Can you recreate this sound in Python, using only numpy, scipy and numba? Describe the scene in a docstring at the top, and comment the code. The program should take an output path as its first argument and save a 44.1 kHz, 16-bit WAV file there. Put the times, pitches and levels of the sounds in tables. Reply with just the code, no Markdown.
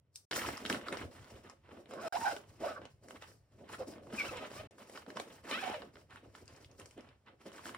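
"""Small carpeted bedroom, two close microphone ports at a soft nylon garment bag lying on a bed.
First the lid is flapped shut: filtered noise and crease snaps rustle, ringing bursts tick, bed and frame thud.
From 1.9 s to 5.8 s the zip is pulled in seven uneven tugs: a snap per tooth excites panel and slider.
Then gentle rustles and ticks of tab and cloth go on to the end.
The sound drops out briefly three times, near 0.3 s, 2.1 s and 4.7 s."""
import sys
import numpy as np
from scipy import signal
from scipy.fft import rfft, irfft
from scipy.io import wavfile
from scipy.ndimage import uniform_filter1d
from numba import njit

SR = 44100
rng = np.random.default_rng(int(sys.argv[2]) if len(sys.argv) > 2 else 0)


def put_to_file(sound):
    """Save the sound as 16-bit audio at rate SR, in the file named by the first command-line argument."""
    columns = np.atleast_2d(sound).T  # one column per channel
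    safe = np.clip(columns, -1, 1)
    whole_steps = np.round(safe * 32767)
    wavfile.write(sys.argv[1], SR, whole_steps.astype(np.int16))


N = 342657

# Source levels below are those ahead of the mix gain, the room and the microphone.
# Dropouts: (from [s], to [s])
DROPOUTS = [(.255, 0.31), (2.085, 2.124), (4.674, 4.709)]
# Tone of the ports, straight between the rows: (frequency [Hz], gain [dB], left over right [dB])
MICROPHONE_TONE = [(2000, -1.5, -0.5), (3350, -3.5, -1.5), (4360, 1, 3.5), (5250, 4, 5), (7440, 0, -1.5),
                   (10040, 5.5, 2), (11100, -7.5, 2.5), (15000, -5.5, 0)]
PORT_LAG_S, TOP_HZ = 4e-5, 16100
ROOM_T60_S, ROOM_DB = 0.2, -11.5
# bed and bag scatter short waves unequally to the ports
SPREAD_T60_S, SPREAD_DB, SPREAD_HZ = 0.027, -5, 640

# Edges of the four cloth bands thud, flap, crease and hiss: (frequency [Hz])
BAND_EDGES_HZ = [20, 160, 800, 3500, 20000]
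# Floor of each band up to the end of the first dropout: (level [dB])
OPENING_FLOOR_DB = [-71, -80.5, -88, -100]
# Floor of each band after it, heard when the hands rest: (level [dB])
RESTING_FLOOR_DB = [-68.5, -76, -80.5, -87.5]
# Colour of the cloth, shaping the inside of each band: (frequency [Hz], relative density [dB per Hz])
CLOTH_COLOUR = [(18, -58), (30, -21.5), (86, 2.5), (145, -1.5), (295, 1), (486, -1.5), (554, 0),
                (822, -7.5), (1390, -13.5), (2400, -16.5), (3000, -15), (3600, -15.5), (4080, -15),
                (9220, -19.5), (12000, -22.5), (14400, -12.5), (16000, -19.5)]
# Change of each band while a running zip pulls the cloth taut: (gain [dB])
TAUT_GAIN_DB = [0, -9, -10, -1]
# Most crease snapping beside the rubbing, for each band: (ratio [1])
CREASE_RATIO = [0, .15, .5, .65]
CRACKLE_POWER = .3  # firm handling crackles, gentle handling stays smooth
TAUT_LEAD_S = 0.021  # the hand tightens the cloth just before the slider moves
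# Thud of bed and frame: (time [s], level [dB])
THUD_LEVEL = [(0.31, -52), (0.41, -60), (0.47, -43), (0.6, -68), (0.72, -51.5), (0.89, -63), (1.06, -48.5),
              (1.12, -67), (1.2, -53), (1.29, -70), (1.35, -53), (1.43, -66.5), (2.78, -60.5),
              (3.51, -72.5), (3.53, -60), (4.2, -59.5), (4.36, -51), (4.44, -63), (4.65, -53), (4.71, -74),
              (5.54, -65), (7.13, -62.5), (7.21, -91), (7.77, -61)]
# Rustles: (start [s], hold [s], level [dB], brightness of hiss over flap [dB], crease [dB])
CLOTH_RUSTLES = [(0.157, 0.01, -63, 31, 1.5), (0.311, 0.025, -38, -7.5, 1.5), (0.361, 0.023, -36, -5, 1),
                 (0.417, 0.05, -42, -2, 0.5), (0.484, 0.055, -42.5, -7.5, 3.5),
                 (0.598, 0.035, -47, -12.5, 2.5), (0.652, 0.012, -42.5, -13, -3),
                 (0.7, 0.013, -35.5, -15, 0.5), (0.728, 0.032, -39.5, -16.5, 1.5),
                 (0.816, 0.015, -49.5, -15, 1), (0.867, 0.044, -48, -12.5, 1),
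                 (0.927, 0.017, -40, -20, 5.5), (0.975, 0.068, -46, -15, -2), (1.114, 0.063, -53, -13, 0.5),
                 (1.2, 0.09, -56, -13, 1), (1.302, 0.083, -53, -16.5, -3.5), (1.437, 0.073, -55, -16, 1),
                 (1.638, 0.055, -64.5, -16.5, 3.5), (1.71, 0.043, -54, -20, -1.5),
                 (1.768, 0.036, -56, -17.5, -1.5), (1.891, 0.19, -40, -29, -1.5),
                 (2.005, 0.077, -39.5, -20.5, -2), (2.1, 0.12, -47.5, -2, 0.5),
                 (2.163, 0.17, -40, -12.5, 1.5), (2.404, 0.22, -61.5, -12.5, -3.5),
                 (2.607, 0.09, -36, -22.5, 1.5), (2.727, 0.025, -45.5, -22, -2),
                 (2.82, 0.036, -52.5, -29, 6), (2.9, 0.0061, -72, -1, -15), (3.033, 0.026, -55, -16.5, -11),
                 (3.087, 0.038, -52, -14.5, -6.5), (3.149, 0.023, -59, -8, -0.5),
                 (3.216, 0.025, -55.5, -5.5, 4), (3.275, 0.046, -57.5, -7, -5.5),
                 (3.522, 0.086, -65, -17, -3), (3.584, 0.081, -56.5, -23, -4),
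                 (3.695, 0.049, -48.5, -7.5, 3.5), (3.786, 0.015, -37, -27.5, 0.5),
                 (3.877, 0.045, -43.5, -19, 2), (3.918, 0.082, -55, -50, 2), (4.027, 0.12, -54, -21, -4.5),
                 (4.137, 0.054, -40, -19, -1), (4.164, 0.12, -33.5, -16.5, 5.5),
                 (4.298, 0.17, -38, -21.5, 7), (4.505, 0.088, -39.5, -18.5, 4), (4.71, 0.047, -62, -17, -2),
                 (4.793, 0.024, -50.5, -10.5, -3), (4.875, 0.068, -54, -11, -5),
                 (4.952, 0.031, -49.5, -13, -1), (5.082, 0.027, -46.5, -21, -4),
                 (5.163, 0.043, -44.5, -14.5, 1), (5.277, 0.083, -53.5, -12, -3.5),
                 (5.448, 0.05, -50, -9, -1), (5.492, 0.084, -33, -17.5, 4.5),
                 (5.612, 0.11, -32.5, -17, 10.5), (5.789, 0.075, -52, -23.5, 0.5),
                 (5.942, 0.064, -59, -13.5, -4.5), (6.104, 0.064, -55, -13, 4),
                 (6.23, 0.071, -61.5, -17, -2), (6.344, 0.076, -58, -9.5, -3),
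                 (6.476, 0.1, -58.5, -15, 0.5), (6.607, 0.031, -59.5, -7, -4),
                 (6.698, 0.056, -63.5, -13.5, -3), (6.797, 0.013, -50.5, -14, -0.5),
                 (6.856, 0.079, -63.5, -10, -1.5), (6.973, 0.01, -51.5, -24.5, -0.5),
                 (7.03, 0.085, -60, -21, 6), (7.27, 0.02, -55, -29, 6.5), (7.409, 0.0099, -59.5, -11, 1),
                 (7.465, 0.0079, -47, -19, -0.5), (7.53, 0.064, -53.5, -7.5, 4),
                 (7.607, 0.05, -53, -5.5, 2), (7.664, 0.036, -48, -8.5, 1.5), (7.74, 0.02, -52.5, -31, 12)]
# Flap, crease and hiss in a rustle of brightness 0, before they are scaled to its level: (level [dB])
RUSTLE_SHARE_DB = [-7, -3, -5]
# How far brightness moves flap, crease and hiss: (lean [dB per dB])
RUSTLE_LEAN = [-.5, 0, .5]
# Dying away of flap, crease and hiss: (rate [dB per s])
RUSTLE_FALL = [238, 273, 260]
RISE_DB_PER_S = 951.5

# Ticks of tab, buckle and creases; knock and spark stand beside the ring:
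# (time [s], ring peak [dB], ring frequency [Hz], knock [dB], spark [dB])
TICK_EVENTS = [(0.158, -48.5, 5660, -32, 16), (0.313, -21.5, 1810, -5, -18), (0.325, -23, 1510, -31, -34),
               (0.332, -20.5, 1700, -18, -28), (0.362, -28.5, 1400, -20, 3), (0.365, -28, 1500, -12, -12),
               (0.418, -24, 1450, -10, -10), (0.45, -37, 2920, -22, -14), (0.462, -27, 2000, -16, -20),
               (0.488, -33.5, 1310, 8, -25), (0.572, -51, 5000, -24, 15), (0.577, -31, 1300, -26, -5),
               (0.652, -23, 1740, -14, -26), (0.661, -25, 2510, -13, -13), (0.699, -18, 1510, -8, -26),
               (0.706, -34, 1000, -2, -15), (0.727, -21.5, 2470, -33, -3.5), (0.746, -24, 1380, -6, -32),
               (0.813, -34.5, 1540, -15, -9), (0.884, -26.5, 1290, -14, -28), (0.926, -26.5, 1610, -3, -4),
               (0.971, -28, 1660, -1.5, -23), (1.025, -37, 1110, -19, -30), (1.244, -47, 1510, -9, -18),
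               (1.498, -40.5, 920, -20, 1), (1.691, -54.5, 1040, 11.5, -26), (1.858, -45.5, 1490, -4, -13),
               (1.91, -36.5, 995, -13, -8.5), (1.936, -35.5, 1010, -18, -6), (2.078, -44, 885, 11, -5),
               (2.365, -30.5, 1640, 0, -11), (2.817, -42.5, 1230, 6.5, -24), (2.854, -39, 2970, 3, -27),
               (3.085, -41.5, 1270, 0, -5), (3.108, -33.5, 1450, -32, -9), (3.223, -38, 2580, 1, -23),
               (3.691, -47, 2870, -24, -14), (3.982, -45, 902, -9, -25), (4.034, -51, 1270, -22, -57),
               (4.07, -49.5, 940, 5, -8), (4.126, -39, 1410, -15, -17), (4.371, -37.5, 1670, -30, 1.5),
               (4.516, -43, 1240, 7, -24), (4.707, -48, 1680, -3, -1), (4.783, -45, 1050, -4, -7),
               (4.897, -42, 1630, 1, -1.5), (4.963, -39, 1400, -18, -13), (4.975, -31.5, 1290, -14, -17),
               (5.064, -46, 1310, 7, -25), (5.084, -54, 1290, -18, -21), (5.103, -34, 1400, -14, -15),
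               (5.17, -25.5, 1020, -36, -20), (5.199, -25.5, 1700, 0.5, -3), (5.33, -65, 1190, -15, -15),
               (5.446, -64, 1330, -3, -6), (5.468, -55, 910, -10, -15), (5.512, -26.5, 1900, 0.5, -18),
               (5.558, -27, 1250, -13, -29), (5.639, -32, 1380, -2, -23), (5.699, -42.5, 2330, 13.5, -20),
               (5.72, -43, 2260, -21, -20), (5.743, -27, 1210, -24, -23), (5.82, -33, 1080, -38, -21),
               (5.956, -41.5, 1630, -26, -29), (5.969, -45.5, 1230, 0, -23), (6.108, -45.5, 2000, -24, -17),
               (6.159, -37, 1170, -10, -14), (6.351, -36, 1240, -23, -33), (6.381, -54, 1500, -10, -8),
               (6.457, -61, 6000, -25, 5), (6.479, -42, 4520, -26, -14), (6.563, -49, 5100, -22, -11),
               (6.646, -43.5, 2570, -19, -32), (6.714, -52.5, 5000, -15, -9), (6.798, -42, 2630, -25, 3),
               (6.816, -43, 2600, -15, -13), (6.858, -47, 2870, 1, 6.5), (6.91, -49, 2590, -13, 2),
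               (6.978, -52, 2620, -12, -4), (7.008, -47.5, 2640, -15, 1), (7.089, -50, 2560, -27, -23),
               (7.263, -59, 2600, -11, -20), (7.284, -46.5, 1470, -12, -21), (7.399, -60, 1100, -20, -23),
               (7.461, -44.5, 1280, -21, -8), (7.479, -56, 1700, -20, -25), (7.518, -41, 1390, -14, -11),
               (7.542, -51, 2040, 2, -25), (7.563, -45, 1830, -21, -14), (7.581, -42, 1300, -10, -25),
               (7.592, -40, 1050, -23, -17), (7.656, -32, 1430, -4, -31), (7.667, -40, 990, 1, -10),
               (7.693, -32, 1360, -28, -27), (7.747, -28.5, 1130, -18, -15)]
TICK_T60_S, CRACK_T60_S, AFTER = .03, .004, .28  # every tick cracks, then a weaker noise dies away
TAB_HZ, TAB_DB = 2815, -8.5  # the pull tab rings in every tick, peak beside the ring
SPARK_PAN, SPARK_CENTRE_DB = 0.054, -23.5  # brighter ticks lie further left, dB per dB

# The pull of the zip, one table a tug:
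# (time [s], tooth rate [Hz], level [dB], brightness of the octave over the tooth tone [dB])
ZIP_TUGS = [
    [(1.9, 500.5, -88, -13), (1.91, 520, -44, -13), (1.994, 543.2, -45.5, -4.5), (2.032, 695.2, -39, -9),
     (2.085, 639.2, -35, -15), (2.128, 766.5, -38, -2), (2.146, 645, -35, -15), (2.16, 753, -30.5, -15),
     (2.173, 930, -36, -16), (2.197, 926.4, -51.5, -4), (2.214, 883.7, -36.5, -8), (2.244, 926.4, -36, -22),
     (2.256, 783.6, -34, -4), (2.27, 765.6, -35, -7), (2.28, 810.3, -33.5, -6.5), (2.3, 724.5, -38.5, -5.5),
     (2.318, 696, -38, 1), (2.33, 536, -37.5, -9), (2.342, 566, -44, -16), (2.378, 598, -46, 0)],
    [(2.605, 459, -60, -4), (2.624, 429.7, -38, -9), (2.634, 602, -36.5, -19), (2.643, 689.4, -32.5, -19),
     (2.66, 582, -31.5, -13), (2.684, 576, -38, -1), (2.694, 663, -43, -2), (2.715, 634.5, -44.5, 0),
     (2.745, 592, -51.5, 1), (2.79, 561, -51, -1)],
    [(3.78, 571, -52, -10), (3.81, 516, -33.5, -18), (3.824, 510, -34.5, -18), (3.85, 530, -65, 5)],
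    [(3.87, 293, -42, -20), (3.89, 302, -41.5, -30), (3.916, 313, -70, 11), (3.938, 328, -40, -19),
     (3.95, 347, -86, 9)],
    [(4.175, 1264, -44, 18), (4.185, 1221, -37, 20), (4.21, 1143, -34, 23), (4.235, 1128, -41.5, 14),
     (4.245, 1208, -41, 4), (4.258, 1419, -32, 20), (4.27, 1525, -44, 15), (4.278, 1450, -52, 6),
     (4.288, 1377, -39, 8), (4.305, 1287, -41, 4)],
    [(4.312, 513, -37.5, -22), (4.36, 494, -43, -11), (4.39, 469.4, -45, 9), (4.4, 643.4, -54, 23),
     (4.432, 630, -39.5, -17), (4.49, 569, -67, -16), (4.536, 554.5, -59, -1), (4.602, 614, -40.5, -9.5),
     (4.63, 646, -59, -14)],
    [(5.505, 633, -49, -6), (5.52, 594.8, -41.5, -5), (5.535, 586, -41.5, 10), (5.548, 642, -41, 6),
     (5.572, 665, -43.5, 9), (5.586, 764.6, -46, 9), (5.603, 838.4, -52, 14), (5.62, 884.5, -57, -1),
     (5.632, 764, -40, -30), (5.66, 743.3, -41, -30), (5.676, 732, -39, -21), (5.706, 845, -45, -18),
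     (5.728, 863, -47, -32), (5.735, 676, -46, -23), (5.75, 603, -36.5, -44), (5.8, 506, -46.5, -41)],
]
# Slider beside the level, for each tug, before it dulls with the octave: (level [dB])
TUG_SLIDER_DB = [-12, -13, -18.5, -15.5, -9, -4.5, 4]
# Irregular placing of the teeth, for each tug: (share of a tooth's spacing [1])
TUG_JITTER = [.045, .05, .03, .03, .05, .04, .014]
# Wavering of the speed, for each tug: (share of the tooth rate [1])
TUG_UNSTEADY = [.025, .025, .022, .022, .018, .022, .009]
# Drag of the tape beside the teeth, for each tug: (ratio [1])
TUG_RASP = [.8, .85, .75, .75, .7, .7, .6]
# Buzz of the panel beside the octave, for each tug: (level [dB])
TUG_PANEL_DB = [0, -3, -8, -8, -14, -8, -8]
WOBBLE_PER_S, PATCHES_PER_S, PATCHY_DB = 110, 45, 3.5  # the lines waver and break up
TOOTH_SCATTER_DB = 1.8
SLIDER_TOP_HZ = 3600
BODY_UNDER_DB = 25  # buzz of the slider's metal under the level, before the slider dulls
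SLIDER_FOLLOW = 0.4  # the slider dulls with the octave, dB per dB


def undb(db):
    """Amplitude ratio of a level in dB."""
    return 10 ** (np.asarray(db) / 20)


def unit(x):
    """Scale to an RMS of 1."""
    return x / np.sqrt(np.mean(x ** 2))


@njit
def svf(x, hz, width):
    """State-variable band-pass whose centre may move, gain 1 at the centre."""
    y, band, low = np.empty(len(x)), 0., 0.
    for i in range(len(x)):
        g, k = np.tan(np.pi * hz[i] / SR), width[i] / hz[i]
        v = (band + g * (x[i] - low)) / (1 + g * (g + k))
        band, low, y[i] = 2 * v - band, low + 2 * g * v, k * v
    return y


def ring(x, hz, width_hz):
    """A resonance given by numbers or by curves."""
    one = np.ones(len(x))
    return svf(x, hz * one, width_hz * one)


def ring_twice(x, hz, width_hz):
    """Two equal resonances in series, for steeper skirts."""
    return ring(ring(x, hz, width_hz), hz, width_hz)


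def walk(rate, count=N):
    """Random levels held 1 / rate s and slewed; spread near 1."""
    k = max(int(SR / rate), 2)
    return uniform_filter1d(np.repeat(rng.standard_normal(2000), k)[:count], k)


def decay(t, t60):
    """Exponential decay by 60 dB in t60 seconds."""
    return np.exp(-np.log(1000) * t / t60)


def room(x, split_hz=700, bass_apart=0.49):
    """Decaying reflections; long waves reach both ports nearly alike, short ones differ."""
    t = np.arange(SR // 3) / SR
    tail = rng.standard_normal((2, len(t))) * decay(t, ROOM_T60_S) * (t > .003)
    tail /= np.sqrt(np.sum(tail[0] ** 2))
    apart = signal.lfilter(*signal.butter(1, split_hz, "high", fs=SR), tail[1]) + bass_apart * tail[1]
    return undb(ROOM_DB) * np.array([signal.fftconvolve(x, tail[0] + k * apart)[:N] for k in (1, -1)])


def spread(x):
    """The first scattered sound, of opposite sign at the two ports."""
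    t = np.arange(SR // 10) / SR
    tail = rng.standard_normal(len(t)) * decay(t, SPREAD_T60_S)
    tail /= np.sqrt(np.sum(tail ** 2))
    tail = signal.lfilter(*signal.butter(2, SPREAD_HZ, "high", fs=SR), tail)
    return undb(SPREAD_DB) * signal.fftconvolve(x, tail)[:N] * np.array([[1], [-1]])


def hands():
    """Gain of thud, flap, crease and hiss: every rustle rises, holds and dies away; powers add."""
    start, hold, db, bright_db, crease_db = np.transpose(CLOTH_RUSTLES)[:, :, None]
    t, fine = np.arange(0, N / SR + .01, .002), np.arange(N) / SR
    parts = [undb(share + lean * bright_db) for share, lean in zip(RUSTLE_SHARE_DB, RUSTLE_LEAN)]
    parts[1] = parts[1] * undb(crease_db)
    total = np.sqrt(sum(part ** 2 for part in parts))
    gains = [undb(np.interp(fine, *np.transpose(THUD_LEVEL))) * (fine > THUD_LEVEL[0][0])]
    for part, fall in zip(parts, RUSTLE_FALL):
        drop_db = np.maximum((start - t) * RISE_DB_PER_S, (t - start - hold) * fall)
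        each = part / total * undb(db - np.maximum(0, drop_db))
        gains.append(np.interp(fine, t, np.sqrt(np.sum(each ** 2, axis=0))))
    return gains


def cloth(grains_per_s=280, grain_db=2.0, flicker_db=2, quick_db=3.0):
    """Nylon rubbing with tiny crease snaps; thud, flap, crease and hiss each follow the hands."""
    hz = np.fft.rfftfreq(N, 1 / SR) + 1
    colour_hz, colour_db = np.transpose(CLOTH_COLOUR)
    colour = undb(np.interp(np.log(hz), np.log(colour_hz), colour_db))
    t, out = np.arange(N) / SR, 0
    zipping = sum(1. * (t > rows[0][0] - TAUT_LEAD_S) * (t < rows[-1][0]) for rows in ZIP_TUGS)
    zipping = uniform_filter1d(zipping, SR // 100)
    floors = np.transpose([OPENING_FLOOR_DB, RESTING_FLOOR_DB])
    bands = zip(BAND_EDGES_HZ, BAND_EDGES_HZ[1:], hands(), TAUT_GAIN_DB, CREASE_RATIO, floors)
    for lo, hi, gain, taut_db, share, (opening_db, resting_db) in bands:
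        size = undb(grain_db * np.clip(rng.exponential(size=N), 0, 3))
        grains = (rng.random(N) < grains_per_s / SR) * size * rng.choice([-1, 1], N)
        # every crease rings briefly, at a pitch that wanders about the middle of the band
        crease_hz = np.clip(np.sqrt(lo * hi) * undb(5.53 * walk(60)), 30, 15000)
        creases = unit(ring_twice(grains, crease_hz, 0.43 * crease_hz))
        crackle = share * (1 - .6 * zipping) * (gain / gain.max()) ** CRACKLE_POWER
        source = rfft(rng.standard_normal(N) + crackle * creases) * colour
        part = irfft(source / (1 + (lo / hz) ** 8) / (1 + (hz / hi) ** 8), N)
        gain = gain * undb(taut_db * zipping + flicker_db * walk(25) + quick_db * walk(90))
        floor = undb(np.where(t > DROPOUTS[0][1], resting_db, opening_db))
        out = out + unit(part) * np.hypot(gain, floor)
    return out


def ticks(knock_hz=500, spark_hz=6000):
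    """Each tick: a sharp snap, a short ring, the tab, a dull knock of the panel and a bright spark."""
    out = np.zeros((2, N + SR))
    t = np.arange(SR // 20) / SR
    envelope = decay(t, CRACK_T60_S) + AFTER * decay(t, TICK_T60_S)
    for s, db, hz, knock_db, spark_db in TICK_EVENTS:
        pan_db = SPARK_PAN * (spark_db - SPARK_CENTRE_DB)
        burst = rng.standard_normal(len(t)) * envelope + 2 * (t == 0)
        # (frequency [Hz], width [Hz], peak [dB])
        parts = ((hz, 0.78 * hz, 0), (TAB_HZ, 900, TAB_DB), (knock_hz, 700, knock_db), (spark_hz, 9000, spark_db))
        sound = 0
        for part_hz, width_hz, part_db in parts:
            part = ring_twice(burst, part_hz, width_hz)
            sound = sound + undb(part_db) * part / np.abs(part).max()
        at = int(s * SR)
        out[:, at:at + len(t)] += sound * undb(db + np.array([[pan_db], [-pan_db]]) / 2)
    return out[:, :N]


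def tug(rows, slider_db, jitter, unsteady, rasp, panel_db, sharp=0.15, force_db=0.5,
        panel_hz=1500, slider_hz=2500, slider_width_hz=2300):
    """One pull: a snap per tooth; the panel sings the rate and its octave, the slider rings higher."""
    s, *columns = np.transpose(rows)
    t = np.arange(s[0], s[-1], 1 / SR)
    hz, db, bright_db = (np.interp(t, s, c) for c in columns)
    tone_db, octave_db = db - np.maximum(bright_db, 0), db + np.minimum(bright_db, 0)
    # the slider binds and lets go: speed and force waver
    hz = hz * (1 + unsteady * walk(WOBBLE_PER_S, count=len(t)))
    teeth = np.cumsum(hz) / SR
    chance = rng.standard_normal((2000, 2))[:int(teeth[-1])]
    place = np.interp(np.arange(len(chance)) + jitter * chance[:, 0], teeth, np.arange(len(t)))
    place = np.clip(place, 0, len(t) - 2)
    # each snap is shared between the two nearest samples
    snaps, size = np.zeros(len(t)), undb(TOOTH_SCATTER_DB * chance[:, 1])
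    np.add.at(snaps, place.astype(int), size * (1 - place % 1))
    np.add.at(snaps, place.astype(int) + 1, size * (place % 1))
    tone, octave = (unit(ring_twice(snaps, k * hz, k * sharp * hz)) for k in (1, 2))
    # uneven teeth keep a fixed panel resonance buzzing beside the octave
    buzz = ring_twice(snaps * rng.standard_normal(len(t)), panel_hz, 250)
    octave = octave + undb(panel_db) * unit(buzz)
    # tape dragged through the slider rasps in the same two bands and blurs the lines
    drag = rng.standard_normal(len(t))
    tone = unit(tone + rasp * unit(ring_twice(drag, hz, 300)))
    octave = unit(octave + rasp * unit(ring_twice(drag, 2 * hz, 300)))
    slider = ring_twice(snaps, slider_hz, slider_width_hz)
    slider = signal.sosfilt(signal.butter(6, SLIDER_TOP_HZ, fs=SR, output="sos"), slider)
    # its metal body buzzes at two fixed pitches
    rough = snaps * (1 + drag[::-1])
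    body = unit(ring_twice(rough, 3900, 690)) + unit(ring_twice(rough, 5000, 730))
    slider = unit(unit(slider) + undb(-BODY_UNDER_DB - slider_db) * body)
    fade = np.clip(np.minimum(t - t[0], t[-1] - t) / 0.001, 0, 1)
    force = undb(force_db * walk(WOBBLE_PER_S, count=len(t)))
    tone, octave, slider = (x * undb(patchy_db * walk(PATCHES_PER_S, count=len(t)))
                            for x, patchy_db in ((tone, 2.0), (octave, PATCHY_DB), (slider, PATCHY_DB)))
    slider_level_db = db + slider_db + SLIDER_FOLLOW * (octave_db - db)
    mix = undb(tone_db) * tone + undb(octave_db) * octave + undb(slider_level_db) * slider
    out, at = np.zeros(N), int(s[0] * SR)
    out[at:at + len(t)] = fade * force * mix
    return out


def scene():
    """Cloth, ticks and zip close to the ports, with scattering and the room added."""
    pulls = zip(ZIP_TUGS, TUG_SLIDER_DB, TUG_JITTER, TUG_UNSTEADY, TUG_RASP, TUG_PANEL_DB)
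    near = cloth() + ticks() + sum(tug(*pull) for pull in pulls)
    return undb(-2.5) * (near + room(near.mean(0)) + spread(near.mean(0)))


def record(dry):
    """Ports colour the sound, the right one hears later; it drops out at the gaps; the top is cut."""
    hz = np.fft.rfftfreq(N, 1 / SR)
    at, *columns = np.transpose(MICROPHONE_TONE)
    db, lean_db = (np.interp(np.log(hz + 1), np.log(at), c) for c in columns)
    lag = np.exp(-2j * np.pi * hz * PORT_LAG_S)
    left = irfft(rfft(dry[0]) * undb(db + lean_db / 2), N)
    right = irfft(rfft(dry[1]) * undb(db - lean_db / 2) * lag, N)
    t = np.arange(N) / SR
    # each dropout closes over 4 ms and opens over 1 ms
    gates = [np.clip(np.maximum((a - t) / .004, (t - b) / .001), .003, 1) for a, b in DROPOUTS]
    heard = np.array([left, right]) * np.prod(gates, axis=0)
    return signal.sosfilt(signal.ellip(10, .2, 80, TOP_HZ, fs=SR, output="sos"), heard)


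dry = scene()
out = record(dry)
put_to_file(out)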